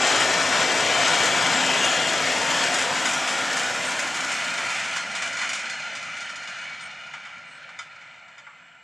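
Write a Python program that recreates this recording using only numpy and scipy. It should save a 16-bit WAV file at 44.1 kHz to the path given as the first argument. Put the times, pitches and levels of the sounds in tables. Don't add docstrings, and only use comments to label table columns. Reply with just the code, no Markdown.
import sys
import numpy as np
from scipy import signal
from scipy.fft import rfft, irfft
from scipy.io import wavfile
from scipy.ndimage import uniform_filter1d

SR = 44100
rng = np.random.default_rng(int(sys.argv[2]) if len(sys.argv) > 2 else 0)


def to_wav(s):
    ch = np.atleast_2d(s).T
    pcm = np.round(np.clip(ch, -1, 1) * 32767)
    wavfile.write(sys.argv[1], SR, pcm.astype(np.int16))


N = 389403
TIME = np.arange(N) / SR
# middle_s, time_scale_s
LEAVING, LATE_LEAVING = (4.2, 0.6), (6.4, 0.47)


def gain_of(db):
    return 10 ** (np.asarray(db) / 20)


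def unit_rms(x):
    return x / np.sqrt(np.mean(x ** 2) + 1e-20)


def read_spectrum(rows, hz):
    row_hz, *columns = np.transpose(rows)
    return [np.interp(np.log(hz + 1), np.log(row_hz + 1), column) for column in columns]


def below(hz, edge_hz):
    return 1 / (1 + (hz / edge_hz) ** 12)


def wander(rate_hz):
    hz = np.fft.rfftfreq(N, 1 / SR)
    return unit_rms(irfft(rfft(rng.standard_normal(N)) * below(hz, rate_hz), N))


def progress(change, t):
    middle_s, time_scale_s = change
    return 1 / (1 + np.exp((middle_s - t) / time_scale_s))


def passing_db(start_db, sink_db_per_s, passed_s, fall_db_per_s, t=TIME, bend_s=0.57):
    gone_s = bend_s * np.logaddexp(0, (t - passed_s) / bend_s)
    return start_db - sink_db_per_s * t - fall_db_per_s * gone_s


def swells_db(rows):
    return sum(db * np.exp(-((TIME - middle_s) / half_s) ** 2) for middle_s, half_s, db in rows)


def arch(middle_s, length_s):
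    inside = abs(TIME - middle_s) < length_s / 2
    return inside, np.cos(np.pi * (TIME[inside] - middle_s) / length_s)


def air(x, path_share=1, from_s=3.9, treble_db_per_s=2.83):
    hz, t, spectrum = signal.stft(x, SR, nperseg=512)
    loss_db = path_share * treble_db_per_s * np.maximum(t - from_s, 0) * (hz[:, None] / 8000) ** 2
    return signal.istft(spectrum * gain_of(-loss_db), nperseg=512)[1][:N]


# frequency_hz, left_louder_db, left_lead_radians, scatter_share
SIDE_DIFFERENCES = [(550, 2, 0.1, 0.18), (1150, 4.5, 0.36, 0.15), (3440, 3.5, 0.043, 0.12),
                    (4300, 7.5, -.05, 0.06), (5450, 2.5, -0.25, 0), (9250, 0, 0.45, 0.03),
                    (10800, 12, 1.5, 0.6), (13000, 7, 0.35, 0.2)]


def stereo(x, shade_hz=620):
    hz, t, spectrum = signal.stft(x, SR, nperseg=1024)
    on_left = 1 - progress((3.1, 0.56), t)
    shaded = hz ** 3 / (hz ** 3 + shade_hz ** 3)
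    shade_db, lead, unlike = ((c * shaded)[:, None] for c in read_spectrum(SIDE_DIFFERENCES, hz))
    ratio = gain_of(shade_db * on_left) * np.exp(1j * lead * on_left)
    scatter = unlike * np.exp(2j * np.pi * rng.random(spectrum.shape))
    side = spectrum * ((ratio - 1) / (ratio + 1) + scatter)
    return signal.istft(np.array([spectrum + side, spectrum - side]), nperseg=1024)[1][:, :N]


def hiss(level_db=-84):
    return gain_of(level_db) * rng.standard_normal((2, N))


def tone(level_db, start_hz, end_hz, settle_s, waver, waver_hz, flutter_db):
    hz = end_hz + (start_hz - end_hz) * np.exp(-TIME / settle_s)
    cycles = np.cumsum(hz * (1 + waver * wander(waver_hz))) / SR
    flutter = gain_of(flutter_db * wander(waver_hz))
    return gain_of(level_db) * unit_rms(np.sin(2 * np.pi * cycles) * flutter)


def body_drone():
    level_db = passing_db(start_db=-52, sink_db_per_s=-1, passed_s=1.05, fall_db_per_s=5)
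    return tone(level_db, start_hz=111, end_hz=106.5, settle_s=3,
                waver=0.029, waver_hz=10.8, flutter_db=4.5)


# middle_s, half_length_s, change_db
HUM_SWELLS = [(.03, .12, 7), (1.6, 0.16, 8.5), (3.15, 0.84, 6.5)]


def machine_hum():
    level_db = passing_db(-45, 0.7, 4, 15.5) + swells_db(HUM_SWELLS)
    return tone(level_db, start_hz=265, end_hz=257.4, settle_s=1.4,
                waver=0.0067, waver_hz=14.7, flutter_db=3)


def rail_song():
    return tone(passing_db(-40.5, 0.4, 6.5, 7.5), start_hz=1461, end_hz=1370, settle_s=5,
                waver=0.00914, waver_hz=18.1, flutter_db=3.5)


# loudest_s, length_s, pitch_hz, half_width_hz, level_db
FLANGE_SCRAPES = [(1.83, 0.11, 6530, 220, -33), (1.93, .12, 6850, 350, -33), (1.967, .7, 3250, 280, -31.5),
                  (3.877, .07, 8100, 110, -37), (6.843, 0.082, 8500, 300, -44),
                  (7.528, 0.18, 8150, 600, -52), (8.45, 1.9, 7500, 480, -60), (8.66, 0.8, 7540, 90, -64)]


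def flange_scrapes():
    hz, out = np.fft.rfftfreq(2 * SR, 1 / SR), np.zeros(N)
    for loudest_s, length_s, pitch_hz, half_width_hz, level_db in FLANGE_SCRAPES:
        inside, swell = arch(loudest_s, length_s)
        band = 1 / (1 + ((hz - pitch_hz) / half_width_hz) ** 4)
        squeak = unit_rms(irfft(rfft(rng.standard_normal(2 * SR)) * band))
        out[inside] += gain_of(level_db) * swell * np.resize(squeak, len(swell))
    return out


# loudest_s, length_s, pitch_hz, level_db
WHEEL_SQUEALS = [(0.794, 3, 2330, -34), (1.56, 0.074, 7450, -36), (1.64, 0.15, 7470, -41),
                 (1.8, 2, 2823, -35), (2.23, 0.16, 970, -35), (2.5, .6, 913, -36), (2.816, .6, 710, -37),
                 (1.147, 0.89, 699, -35.5), (1.47, .5, 1424, -34.5), (3.6, 0.28, 1480, -38),
                 (5.01, .1, 4240, -41), (5.735, 0.15, 4250, -42), (6.7, 0.4, 2260, -41)]


def wheel_squeals(flutter_db=3, waver=0.0073):
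    tremble, flare, out = wander(rate_hz=22), wander(rate_hz=10), np.zeros(N)
    for loudest_s, length_s, pitch_hz, level_db in WHEEL_SQUEALS:
        inside, swell = arch(loudest_s, length_s)
        shift = rng.integers(N)
        cycles = np.cumsum(pitch_hz * (1 + waver * np.roll(tremble, shift)[inside])) / SR
        loudness = gain_of(level_db + flutter_db * np.roll(flare, shift)[inside])
        out[inside] += loudness * swell * np.sin(2 * np.pi * cycles)
    return out


def light_clinks(per_s=6, body_offset_db=-2, rebound_s=0.036):
    count = round(per_s * N / SR)
    times = (np.arange(count) + rng.random(count)) / count * N / SR
    levels_db = passing_db(-39, 5.5, 6.5, 8, times)
    return [(start_s, db + body_offset_db, db, rebound_s) for start_s, db in zip(times, levels_db)]


# pitch_hz, level_db, ring_s (time to fade by 60 dB)
CLANK_NOTES = [(932, -9.5, 0.11), (1416, 0.5, 0.13), (2025, 10.5, 0.067), (2260, 8, 0.1), (3095, 0.5, 0.16),
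               (3420, 0.5, 0.19), (3580, 4, 0.09), (3680, 2, 0.12), (4930, 7.5, 0.1), (5700, 6, 0.068),
               (7060, 9, 0.06)]


def steel_ring(t, pitch_spread=0.0067):
    pitch_hz, level_db, ring_s = np.transpose(CLANK_NOTES)[:, :, None]
    detune, phase = rng.standard_normal((2, len(pitch_hz), 1))
    cycles = pitch_hz * (1 + pitch_spread * detune) * t + phase
    return (gain_of(level_db - 60 * t / ring_s) * np.sin(2 * np.pi * cycles)).sum(0)


# frequency_hz, level_db
CRACK_COLOUR = [(420, -31), (750, -10), (1300, 2), (2400, 0), (4300, -4), (7000, 5), (7900, -0.5),
                (9200, -6), (10500, -12.5), (12000, -22), (15000, -36)]


def steel_crack(t, hz, rise, rebound_s, crack_s=0.0096, tail_s=0.2, tail_db=-14, rebound_db=-6):
    envelope = rise * (gain_of(-60 * t / crack_s) + gain_of(tail_db - 60 * t / tail_s))
    colour = gain_of(read_spectrum(CRACK_COLOUR, hz)[0])
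    strike = rfft(rng.standard_normal(len(t)) * envelope) * colour
    delays_s = rebound_s * (np.arange(1, 4) - 0.7 * rng.random(3)) / 3
    bounces = gain_of(rebound_db) * np.exp(-2j * np.pi * np.outer(delays_s, hz)).sum(0)
    return irfft(strike * (1 + bounces))


# start_s, body_db, bright_db, rebound_s
LOUD_KNOCKS = [(0.2, -27, -31.5, .04), (1.233, -29, -30.5, .015), (1.843, -30, -29.5, .012),
               (2.742, -33, -29.5, .008), (2.785, -32, -32.5, .04), (3.055, -33, -31.5, .045),
               (3.133, -34, -29.5, .006), (3.275, -30.5, -35.5, .05), (3.568, -31, -31.5, .02),
               (3.992, -31, -30.5, .005), (4.143, -32.5, -35, .02), (4.314, -37, -33.5, .004),
               (4.578, -29.5, -38, .04), (4.701, -33, -36, .008), (4.852, -34, -37, .008),
               (4.963, -29, -31.5, .008), (5.151, -35, -36.5, .035), (5.221, -34, -35.5, .06),
               (5.329, -42, -37, .004), (5.369, -38, -36.5, .006), (5.388, -31, -39, .02),
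               (5.415, -29.5, -36.5, .035), (5.491, -31, -30.5, .008), (5.531, -34, -32, .035),
               (5.592, -38, -37.5, .004), (5.697, -41.5, -34, .004), (5.952, -40, -38, .012),
               (6.027, -47, -42, .006), (6.168, -46, -41.5, .008), (6.205, -45, -40, .02),
               (6.293, -41, -41, .01), (6.357, -44, -38, .005), (6.432, -48, -44, .005),
               (6.474, -40, -41.5, .025), (6.807, -42, -47.5, .055), (7.136, -31, -46, .009),
               (7.252, -38.5, -51, .018), (7.69, -41.5, -55, .015), (7.789, -31.5, -36, .006),
               (8.01, -53, -56, .012), (8.281, -48, -57.5, .012), (8.38, -44.5, -49.5, .018),
               (8.467, -36.5, -64, .01)]


def clanks(near_ring_db=-5, far_ring_db=1, body_hz=1600, bright_hz=4500, lead_samples=128):
    t, out = np.arange(SR // 2) / SR, np.zeros(N)
    hz = np.fft.rfftfreq(len(t), 1 / SR)
    rise = 1 - np.exp(-t / 0.002)
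    fade = np.minimum(1, 2 * (1 - t / t[-1])) ** 2
    reach = np.sqrt(below(hz, 12000) * (1 - below(hz, 680)))
    low_side = below(hz, 3300)
    height = np.clip(np.log((hz + 1) / body_hz) / np.log(bright_hz / body_hz), -0.12, 1)
    for start_s, body_db, bright_db, rebound_s in LOUD_KNOCKS + light_clinks():
        crack = unit_rms(steel_crack(t, hz, rise, rebound_s))
        ring = unit_rms(rise * steel_ring(t))
        ring_db = near_ring_db + (far_ring_db - near_ring_db) * progress(LATE_LEAVING, start_s)
        blow = rfft(crack + gain_of(ring_db) * ring) * reach
        striking = t < rebound_s + 0.008
        body, bright = (irfft(blow * side)[striking].std() for side in (low_side, 1 - low_side))
        hardness = (gain_of(body_db) / body) ** (1 - height) * (gain_of(bright_db) / bright) ** height
        clank = np.roll(irfft(blow * hardness), lead_samples) * fade
        slot = out[max(round(start_s * SR) - lead_samples, 0):][:len(clank)]
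        slot += clank[:len(slot)]
    return out


def jolts(per_s, spread_db, decay_s, steady_share):
    sizes = gain_of(spread_db * np.minimum(rng.exponential(1, N), 3))
    hits = sizes * (rng.random(N) < per_s / SR)
    power = signal.lfilter([1], [1, -np.exp(-np.log(10 ** 6) / (decay_s * SR))], hits ** 2)
    loudness = np.sqrt(steady_share + (1 - steady_share) * power / power.mean())
    return uniform_filter1d(loudness, size=45)


# frequency_hz, near_db, far_db
ROAR_COLOUR = [(40, -39, -52), (62, -37, -13), (86, -20, -7), (108, -15, -12), (146, -6, 6),
               (268, -6.5, -6.5), (315, -5.5, -12.5), (409, -7, -24.5), (554, -1, -13), (950, -5.5, -13),
               (1120, -6.5, -17), (1260, -6, -8), (2050, -5.5, 1), (3690, -6, -8), (6730, 1, -6.5),
               (7750, -4, -14), (8830, -14.5, -17.5), (11470, -25, -35), (15400, -45, -69)]
# pitch_hz, half_width_hz, near_boost_db, far_boost_db
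STEEL_RESONANCES = [(718, 138, 7, 6), (964, 80, 5, 4), (1416, 175, 3, 9.5), (1765, 136, 4, 3.5),
                    (2034, 63, 2, 6), (2310, 130, 1, 9), (2480, 25, 0, 7.5), (2917, 78, -1.5, 9),
                    (3107, 52, 3.5, 5.5), (3320, 63, 2, -9), (3530, 230, 0, 4), (4260, 106, 0, 11),
                    (4860, 110, -0.5, -3), (4910, 100, 0, 7.5), (5310, 220, 2, 2.5), (6020, 230, 0, 3.5),
                    (6870, 610, -2.5, 2.5), (7250, 77, 7, -3), (8300, 160, 2, 6)]


def rolling_colour(hz, t, farthest=0.95, patchy_db=1.61):
    near_db, far_db = read_spectrum(ROAR_COLOUR, hz)
    for pitch_hz, half_width_hz, near_boost_db, far_boost_db in STEEL_RESONANCES:
        bell = np.exp(-((hz - pitch_hz) / half_width_hz) ** 2)
        near_db += near_boost_db * bell
        far_db += far_boost_db * bell
    bass = below(hz, 200)[:, None]
    away = farthest * (bass * progress(LATE_LEAVING, t) + (1 - bass) * progress(LEAVING, t))
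    far_share = away ** (1 + (hz[:, None] / 8000) ** 2)
    patches = uniform_filter1d(rng.standard_normal(far_share.shape), size=7, axis=0)
    patches = unit_rms(uniform_filter1d(patches, size=6, axis=1))
    return gain_of(near_db[:, None] + (far_db - near_db)[:, None] * far_share + patchy_db * patches)


# middle_s, half_length_s, change_db
WHEEL_SWELLS = [(1.45, 0.39, 1), (2.6, 0.27, 1), (4.78, 0.087, 1.5), (5.08, 0.061, -3), (5.43, .04, 2),
                (6.68, 0.23, 2)]


def rolling(band_edges_hz=(450, 1100, 3300, 8500)):
    hz, t, noise = signal.stft(rng.standard_normal(N), SR, nperseg=2048)
    colour = rolling_colour(hz, t)
    bands = []
    for share in np.diff([below(hz, edge) for edge in band_edges_hz], axis=0, prepend=0, append=1):
        shape = colour * np.sqrt(abs(share))[:, None]
        shape /= np.linalg.norm(shape, axis=0)
        bands.append(unit_rms(signal.istft(noise * shape, nperseg=2048)[1][:N]))
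    bodies = bands[0] * gain_of(passing_db(-35.5, 0.03, 2, 5))
    rails = bands[1] * gain_of(passing_db(-30, 1.09, 3.5, 4))
    wheels = bands[2] * gain_of(passing_db(-23, 1.45, 5.5, 5))
    rattle = bands[3] * gain_of(passing_db(-29.5, 1.93, 6, 7.5))
    sizzle = bands[4] * gain_of(passing_db(-42.5, 0.5, 5, 6.5))
    knocks = jolts(per_s=63, spread_db=1.5, decay_s=1.0, steady_share=0.44)
    chatter = jolts(per_s=150, spread_db=9.5, decay_s=0.06, steady_share=0.86)
    fittings = chatter * (rattle + sizzle)
    return bodies + rails + knocks * gain_of(swells_db(WHEEL_SWELLS)) * (wheels + fittings)


def scene():
    tones = machine_hum() + body_drone() + rail_song()
    background = hiss()
    train = air(tones + rolling() + wheel_squeals() + flange_scrapes())
    near_clanks = air(clanks(), path_share=0.76)
    return background + stereo(train + near_clanks)


def record(dry, cutoff_hz=15600):
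    low_pass = signal.firwin(511, cutoff_hz, window=("kaiser", 9), fs=SR)
    return signal.oaconvolve(dry, low_pass[None], "same")


dry = scene()
out = record(dry)
to_wav(out)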